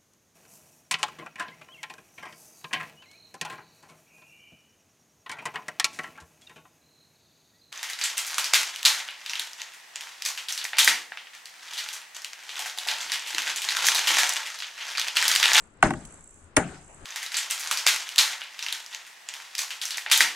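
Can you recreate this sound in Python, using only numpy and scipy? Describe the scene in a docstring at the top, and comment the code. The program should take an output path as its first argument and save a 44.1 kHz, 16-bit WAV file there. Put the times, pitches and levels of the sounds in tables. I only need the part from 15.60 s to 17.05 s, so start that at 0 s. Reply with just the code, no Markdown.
"""In a garden, a sledgehammer lands twice on top of a wooden post, a few metres from a small stereo recorder.
Steel cracks first, as noise and ringing sines; the wood knocks from high to low, as late modes and falling tones.
The post shudders in the soil as low pushes, and walls return a wash of noise that dies band by band.
The head bounces after the first blow. An insect throbs in ringing pulses over a quiet floor of noise."""
import sys
import numpy as np
from scipy import signal
from scipy.fft import rfft, irfft
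from scipy.io import wavfile
from scipy.ndimage import uniform_filter1d

SR = 44100
rng = np.random.default_rng(int(sys.argv[2]) if len(sys.argv) > 2 else 0)


def transcribe(signal):
    """Save signal, clipped to [-1, 1], as a 16-bit WAV file at the path in sys.argv[1]."""
    frames = np.atleast_2d(signal).T
    limited = np.clip(frames, -1, 1)
    pcm = np.round(limited * 32767).astype(np.int16)
    wavfile.write(sys.argv[1], SR, pcm)


N = 63945
T = np.arange(N) / SR
HZ = np.arange(N // 2 + 1) * SR / N


def undb(db):
    """Decibels to amplitude."""
    return 10 ** (np.asarray(db) / 20)


def unit(x):
    """Scale to an RMS of 1."""
    return x / np.sqrt(np.mean(x ** 2))


def at_hz(table, hz):
    """Read a table along a logarithmic pitch axis."""
    pitches, values = np.array(table).T
    return np.interp(np.log(hz + 1), np.log(pitches + 1), values)


def at_s(table):
    """Read a table along time."""
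    return np.interp(T, *np.array(table).T)


def sine(pitch_hz, clock=T):
    """Steady tone from a random phase."""
    return np.sin(2 * np.pi * (pitch_hz * clock + rng.random()))


def decay(start_s, rise_s, t60_s):
    """Smooth rise times an exponential fall of 60 dB per t60_s."""
    t = np.maximum(T - start_s, 0)
    return (1 - np.exp(-t / rise_s)) ** 2 * 1000. ** (-t / t60_s)


def bump(centre_s, length_s):
    """Bell-shaped swell in level."""
    return np.exp(-((T - centre_s) / length_s) ** 2)


def walk(rate_hz):
    """Random drift with an RMS of 1, smoothed twice over one period of the rate."""
    samples = int(SR / rate_hz)
    once = uniform_filter1d(rng.standard_normal(N), samples)
    return unit(uniform_filter1d(once, samples))


def stereo_noise(table, alike_hz):
    """Spectrum of coloured stereo noise: left and right are alike well below alike_hz and drift apart above."""
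    mid, side = rfft(rng.standard_normal((2, N)))
    alike = 1 / (1 + (HZ / alike_hz) ** 2)
    both = np.sqrt(1 + alike) * mid + np.sqrt(1 - alike) * side * np.array([[1], [-1]])
    inside = (HZ > table[0][0]) * (HZ < table[-1][0])
    gain = undb(at_hz(table, HZ)) * inside
    return both * gain / np.sqrt(2 * np.mean(gain ** 2))


# colour of the garden air: pitch_hz [Hz], level_db [dB per Hz, relative]
GARDEN_COLOUR = [(12, -12.5), (20, 0), (49, -11.5), (86, -6.5), (113, -13), (197, -14.5), (237, -13),
                 (343, -14.5), (686, -20), (1400, -20), (5000, -38.5), (6500, -46.5), (11000, -120)]
# level of the air before its flutter: time_s [s], level_db [dB]
AIR_LEVEL = [(0., -56), (.06, -53), (.2, -53.5), (.55, -58.5), (.68, -55.5), (.8, -57.5), (.93, -52.5),
             (1.22, -54.5), (1.35, -57), (1.45, -55.5)]
# distant low rumbles: centre_s [s], level_db [dB], pitch_hz [Hz], length_s [s]
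RUMBLES = [(.855, -54.5, 82, .05), (1.252, -57.5, 70, 0.063), (1.431, -58, 86.1, 0.067)]
# colour of the soft rustle: pitch_hz [Hz], level_db [dB per Hz, relative]
RUSTLE_COLOUR = [(400, -24), (650, 1.5), (850, -3), (1500, -18), (3000, -11)]
# colour of the far insects: pitch_hz [Hz], level_db [dB per Hz, relative]
CHORUS_COLOUR = [(2350, -53), (4000, -44.5), (4470, -35.5), (5020, -30), (6040, -9.5), (7880, -2.5),
                 (11000, -19), (12000, -41), (16000, -37)]
# level of the far insects before its flutter: time_s [s], level_db [dB]
CHORUS_LEVEL = [(0., -63.5), (.12, -72), (.2, -79), (.4, -60), (.5, -58), (.63, -61), (.79, -62),
                (.86, -66), (.93, -75.5), (.96, -78), (1.1, -62), (1.3, -61.5), (1.45, -61)]
GARDEN_ALIKE_HZ = 680
RUSTLE_S, RUSTLE_LENGTH_S, RUSTLE_DB = 1.32, 0.062, -57.5
GARDEN_PAN_DB = 0.5  # left minus right


def garden():
    """Fluttering noise for air and a soft rustle, sine swells for rumble, and a far haze of insects."""
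    air = irfft(stereo_noise(GARDEN_COLOUR, GARDEN_ALIKE_HZ), N)
    air *= undb(at_s(AIR_LEVEL) + 3.2 * walk(9.9))
    for centre_s, level_db, pitch_hz, length_s in RUMBLES:
        air += undb(level_db) * bump(centre_s, length_s) * sine(pitch_hz)
    rustle = irfft(stereo_noise(RUSTLE_COLOUR, GARDEN_ALIKE_HZ), N)
    air += rustle * bump(RUSTLE_S, RUSTLE_LENGTH_S) * undb(RUSTLE_DB + 3.2 * walk(59))
    haze = irfft(stereo_noise(CHORUS_COLOUR, 3000), N)
    haze *= undb(at_s(CHORUS_LEVEL) + 0.74 * walk(24))
    pan = undb(GARDEN_PAN_DB * np.array([[.5], [-.5]]))
    return air * pan + haze


# resonances of the near insect: pitch_hz [Hz], spread_hz [Hz], level_db [dB, relative]
INSECT_RESONANCES = [(7687, 25, 0.5), (7310, 30, -8), (8360, 90, -5), (6650, 170, -15.5), (9300, 200, -15),
                     (10700, 300, -17)]
# level of the insect's song: time_s [s], level_db [dB]
INSECT_LEVEL = [(0., -60), (.11, -70), (.2, -80.5), (.36, -56.5), (.47, -54), (.49, -59.5), (.53, -50.5),
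                (.575, -53), (.62, -55.5), (.71, -57.5), (.79, -61), (.84, -65.5), (.93, -85.5),
                (1.05, -58), (1.2, -62), (1.34, -59.5), (1.45, -63)]
PULSE_RATE_HZ, FIRST_PULSE_S, PULSE_WIDTH_S = 59.7, .0062, 0.002  # width: standard deviation
WEAK_DB, SCATTER_DB = -6.5, 2.46  # every second pulse is weaker; pulses scatter in level


def insect():
    """Short pulses, strong and weak in turn, sound a few high resonances that shift from pulse to pulse."""
    cycle = (T - FIRST_PULSE_S) * PULSE_RATE_HZ + .5
    pulse = np.floor(cycle).astype(int)
    # one set of random draws, held through each pulse
    chance = rng.standard_normal((N // 400, 2 * len(INSECT_RESONANCES) + 1))[pulse].T
    size = undb(SCATTER_DB * chance[-1] + WEAK_DB * (pulse % 2))
    from_centre_s = (cycle - pulse - .5) / PULSE_RATE_HZ
    gate = size * np.exp(-(from_centre_s / PULSE_WIDTH_S) ** 2 / 2)
    body = np.zeros(N)
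    for j, (pitch_hz, spread_hz, level_db) in enumerate(INSECT_RESONANCES):
        gain = undb(level_db + 1.3 * chance[2 * j])
        shifted_hz = pitch_hz + spread_hz * chance[2 * j + 1]
        body += gain * np.sin(2 * np.pi * shifted_hz * T)
    rasp = 1 + .3 * walk(900)
    song = unit(gate * rasp * body) * undb(at_s(INSECT_LEVEL))
    return np.array([song, np.roll(song, 28)])  # the right side lags by 28 samples


# wash after the two full blows: start_s [s], level_db [dB at 500 Hz], decay_factor [ratio],
# tilt_db [dB per octave], late_db [dB at 500 Hz, relative], late_tilt_db [dB per octave], late_length_s [s]
WASHES = [(0.232, -17.5, 1.15, 1, -29, 1.53, 0.197), (0.964, -16, 0.71, 2.62, -27.5, 0.5, 0.18)]
# colour of the wash before its tilt: pitch_hz [Hz], level_db [dB per Hz, relative]
WASH_COLOUR = [(18, -38.5), (30, -6.5), (319, -1), (486, -13.5), (760, -5.5), (1130, -19.5), (1460, -14),
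               (3770, -31), (8520, -33), (10500, -49), (14000, -70), (16000, -103)]
# fall of the wash before decay_factor: pitch_hz [Hz], t60_s [s]
WASH_T60 = [(30, 0.72), (100, 0.36), (170, .5), (300, 0.26), (700, 0.25), (2000, 0.22), (3500, 0.15),
            (5000, 0.13), (7500, 0.22), (12000, 0.18)]
WASH_ALIKE_HZ, WASH_RISE_CYCLES = 2500, 2.9
LATE_T60_S, LATE_END_S = 2.2, 0.67  # LATE_END_S: extra t60 once the late echo's length is over
DRY_AFTER_S, DRY_T60_S, DRY_ABOVE_HZ = 0.057, 0.34, 1300  # the treble dries faster after a while


def wash():
    """Post and soil scatter each blow into noise that dies band by band; walls hold a faint echo."""
    out = np.zeros((2, N))
    for start_s, level_db, decay_factor, tilt_db, late_db, late_tilt_db, late_length_s in WASHES:
        noise = stereo_noise(WASH_COLOUR, WASH_ALIKE_HZ)
        late_end = 1000. ** (-np.maximum(T - start_s - late_length_s, 0) / LATE_END_S)
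        late = decay(start_s, .03, LATE_T60_S) * late_end
        drying = 1000. ** (-np.maximum(T - start_s - DRY_AFTER_S, 0) / DRY_T60_S)
        for band_hz in 30 * 2 ** np.arange(0, 9.1, .5):
            # overlapping triangles, half an octave apart
            window = np.clip(1 - 2 * abs(np.log2((HZ + 1) / band_hz)), 0, 1)
            band = irfft(noise * window, N)
            octaves = np.log2(band_hz / 500)
            rise_s = WASH_RISE_CYCLES / band_hz + .0012
            fall = decay(start_s, rise_s, decay_factor * at_hz(WASH_T60, band_hz))
            fall *= drying ** (band_hz / (band_hz + DRY_ABOVE_HZ))
            fall += undb(late_db + late_tilt_db * octaves) * late
            out += undb(level_db + tilt_db * octaves + 3.4 * walk(45)) * band * fall
    return out


# the post knocks against the soil: start_s [s], level_db [dB], push_s [s]
SHUDDERS = [(.2485, -11.5, 0.0019), (0.2592, -21.5, 0.0051), (0.264, -11.5, 0.00089),
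            (0.985, -32.5, 0.0006), (.9865, -13, 0.0019)]


def shudders():
    """Each knock against the soil is one short inward push with shallow swings on both sides."""
    out = np.zeros(N)
    for start_s, level_db, push_s in SHUDDERS:
        u = (T - start_s - push_s / 2) / (push_s / 4)
        out -= undb(level_db) * (1 - 0.24 * u ** 2) * np.exp(-u ** 2 / 2)
    return out


# bending wave down the post:
# start_s [s], level_db [dB], start_hz [Hz], end_hz [Hz], fall_s [s], rise_s [s], t60_s [s]
SWEEPS = [(.2262, -1, 4687, 709, 0.0012, 0.0012, .035), (.3048, -18.5, 3715, 747.4, 0.0015, 0.0012, 0.053),
          (0.336, -30, 2670, 1310, 0.0022, 0.00066, 0.018), (.967, -4, 4594, 282.3, .0038, 0.0029, 0.037)]


def sweeps():
    """A bending wave runs down the post, high pitches first: a tone drops fast from the treble to the knock."""
    out = np.zeros(N)
    for start_s, level_db, start_hz, end_hz, fall_s, rise_s, t60_s in SWEEPS:
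        t = np.maximum(T - start_s, 0)
        turns = end_hz * t + (start_hz - end_hz) * fall_s * (1 - np.exp(-t / fall_s))
        tone = np.sin(2 * np.pi * (turns + rng.random()))
        out += undb(level_db) * decay(start_s, rise_s, t60_s) * tone
    return out


# lag of the left microphone port behind the right: pitch_hz [Hz], lag_ms [ms]
PORT_LAG = [(100, .07), (800, .06), (1800, 0.069), (3500, 0.11), (7000, .25), (9000, .4), (14000, .25)]
POST_PAN_DB = -3  # left minus right


def ports(x):
    """The post reaches the left port later and weaker than the right, with a lag that depends on pitch."""
    lag_s = at_hz(PORT_LAG, HZ) / 1000
    half = undb(POST_PAN_DB / 2) * np.exp(-1j * np.pi * HZ * lag_s)
    return irfft(rfft(x) * np.array([half, 1 / half]), N)


# landings of the head, bounces included: start_s [s], wood_db [dB], steel_db [dB], crack_db [dB],
# landing [0 square to 1 off centre], spread_cycles [cycles by which the knock is spread]
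BLOWS = [(0.2253, -8, -31.5, -16, 0.17, 2.8), (0.3053, -25, -46.5, -29, 0.2, 1.7),
         (0.335, -30, -54, -38, 0.27, 2.6), (0.4507, -68.5, -48, -34.5, 0.61, 2.5),
         (0.9661, -11.5, -19, -8.5, 0.57, 1.33)]
# modes of the post: pitch_hz [Hz], square_db [dB, relative], off_centre_db [dB, relative], t60_s [s]
WOOD = [(95.74, -16, -23.5, 0.13), (141.45, -19, -17.5, 0.48), (170, -20, -15.5, 0.44),
        (212, -10.5, -26, 0.17), (275, -10, 4.5, 0.056), (347.2, -7, -4, 0.094), (560, -12.5, -23.5, 0.059),
        (619.5, -10, -8.5, 0.13), (734.2, -10.5, 1.5, .05), (780, -2, -10, 0.059), (881.4, -12.5, -4, .05),
        (1106, -0.5, -11.5, 0.032), (1182.5, -8.5, 2.5, 0.037), (1423, -18, 4.5, 0.023),
        (1497.5, 9.5, -33.5, 0.027), (1900, -3, 6, 0.024), (2240, -5, -18, 0.026), (2767, -11, -1.5, 0.033),
        (3164, -16.5, -18, 0.029)]
# modes of the hammer head: pitch_hz [Hz], level_db [dB, relative], t60_s [s]
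STEEL = [(4720, -43.5, .04), (5610, -11.5, 0.027), (6300, -11.5, 0.013), (6450, 3, 0.018),
         (7270, -3, 0.037), (8120, 0, 0.024), (8900, 5, 0.05), (9900, -10, 0.026), (12600, -26, 0.025)]
# colour of the crack: pitch_hz [Hz], level_db [dB per Hz, relative]
CRACK_COLOUR = [(1500, -47), (2600, -8.5), (3600, -6), (5000, -13), (8000, -3.5), (8800, -4),
                (10600, -13.5), (15400, -28.5), (16500, -40.5)]
CRACK_RISE_S, CRACK_T60_S, STEEL_RISE_S = 0.00082, 0.02, 0.00038
CONTACT_S = 0.0016  # the wood answers this long after the crack
WOBBLE = .025  # the shaken post's modes below 400 Hz waver in pitch by this share


def blows():
    """Crack and steel sound at once; each wood mode swells some cycles later, so the knock falls in pitch."""
    shaken_clock = np.cumsum(1 + WOBBLE * walk(25)) / SR
    hiss = unit(irfft(stereo_noise(CRACK_COLOUR, 1e5)[0], N))
    out = sweeps() + shudders()
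    for start_s, wood_db, steel_db, crack_db, landing, spread_cycles in BLOWS:
        out += undb(crack_db) * hiss * decay(start_s, CRACK_RISE_S, CRACK_T60_S)
        for pitch_hz, level_db, t60_s in STEEL:
            out += undb(steel_db + level_db) * decay(start_s, STEEL_RISE_S, t60_s) * sine(pitch_hz)
        for pitch_hz, square_db, off_centre_db, t60_s in WOOD:
            level_db = wood_db + square_db + landing * (off_centre_db - square_db)
            late_s = min(spread_cycles / pitch_hz, .0095)
            swell = decay(start_s + CONTACT_S + 0.76 * late_s, 0.21 * late_s, t60_s)
            clock = shaken_clock if pitch_hz < 400 else T
            out += undb(level_db) * swell * sine(pitch_hz, clock)
    return ports(out)


def scene():
    """Garden floor, insect, wash and hammer blows together."""
    return garden() + insect() + wash() + blows()


# colour difference of the two ports: pitch_hz [Hz], difference_db [dB, left minus right]
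PORT_COLOUR = [(100, 5.2), (900, 4.1), (1800, 6), (3300, -0.5), (5400, -4), (7400, -11), (8300, 7),
               (9200, 12), (12000, -1)]
TOP_HZ = 16500


def record(dry):
    """The two ports colour the sound differently; the recorder cuts the top with a steep low-pass."""
    half_db = at_hz(PORT_COLOUR, HZ) / 2
    wet = irfft(rfft(dry) * undb([half_db, -half_db]), N)
    top_cut = signal.ellip(10, .2, 90, TOP_HZ, fs=SR, output="sos")
    return signal.sosfilt(top_cut, wet)


dry = scene()
out = record(dry)
transcribe(out)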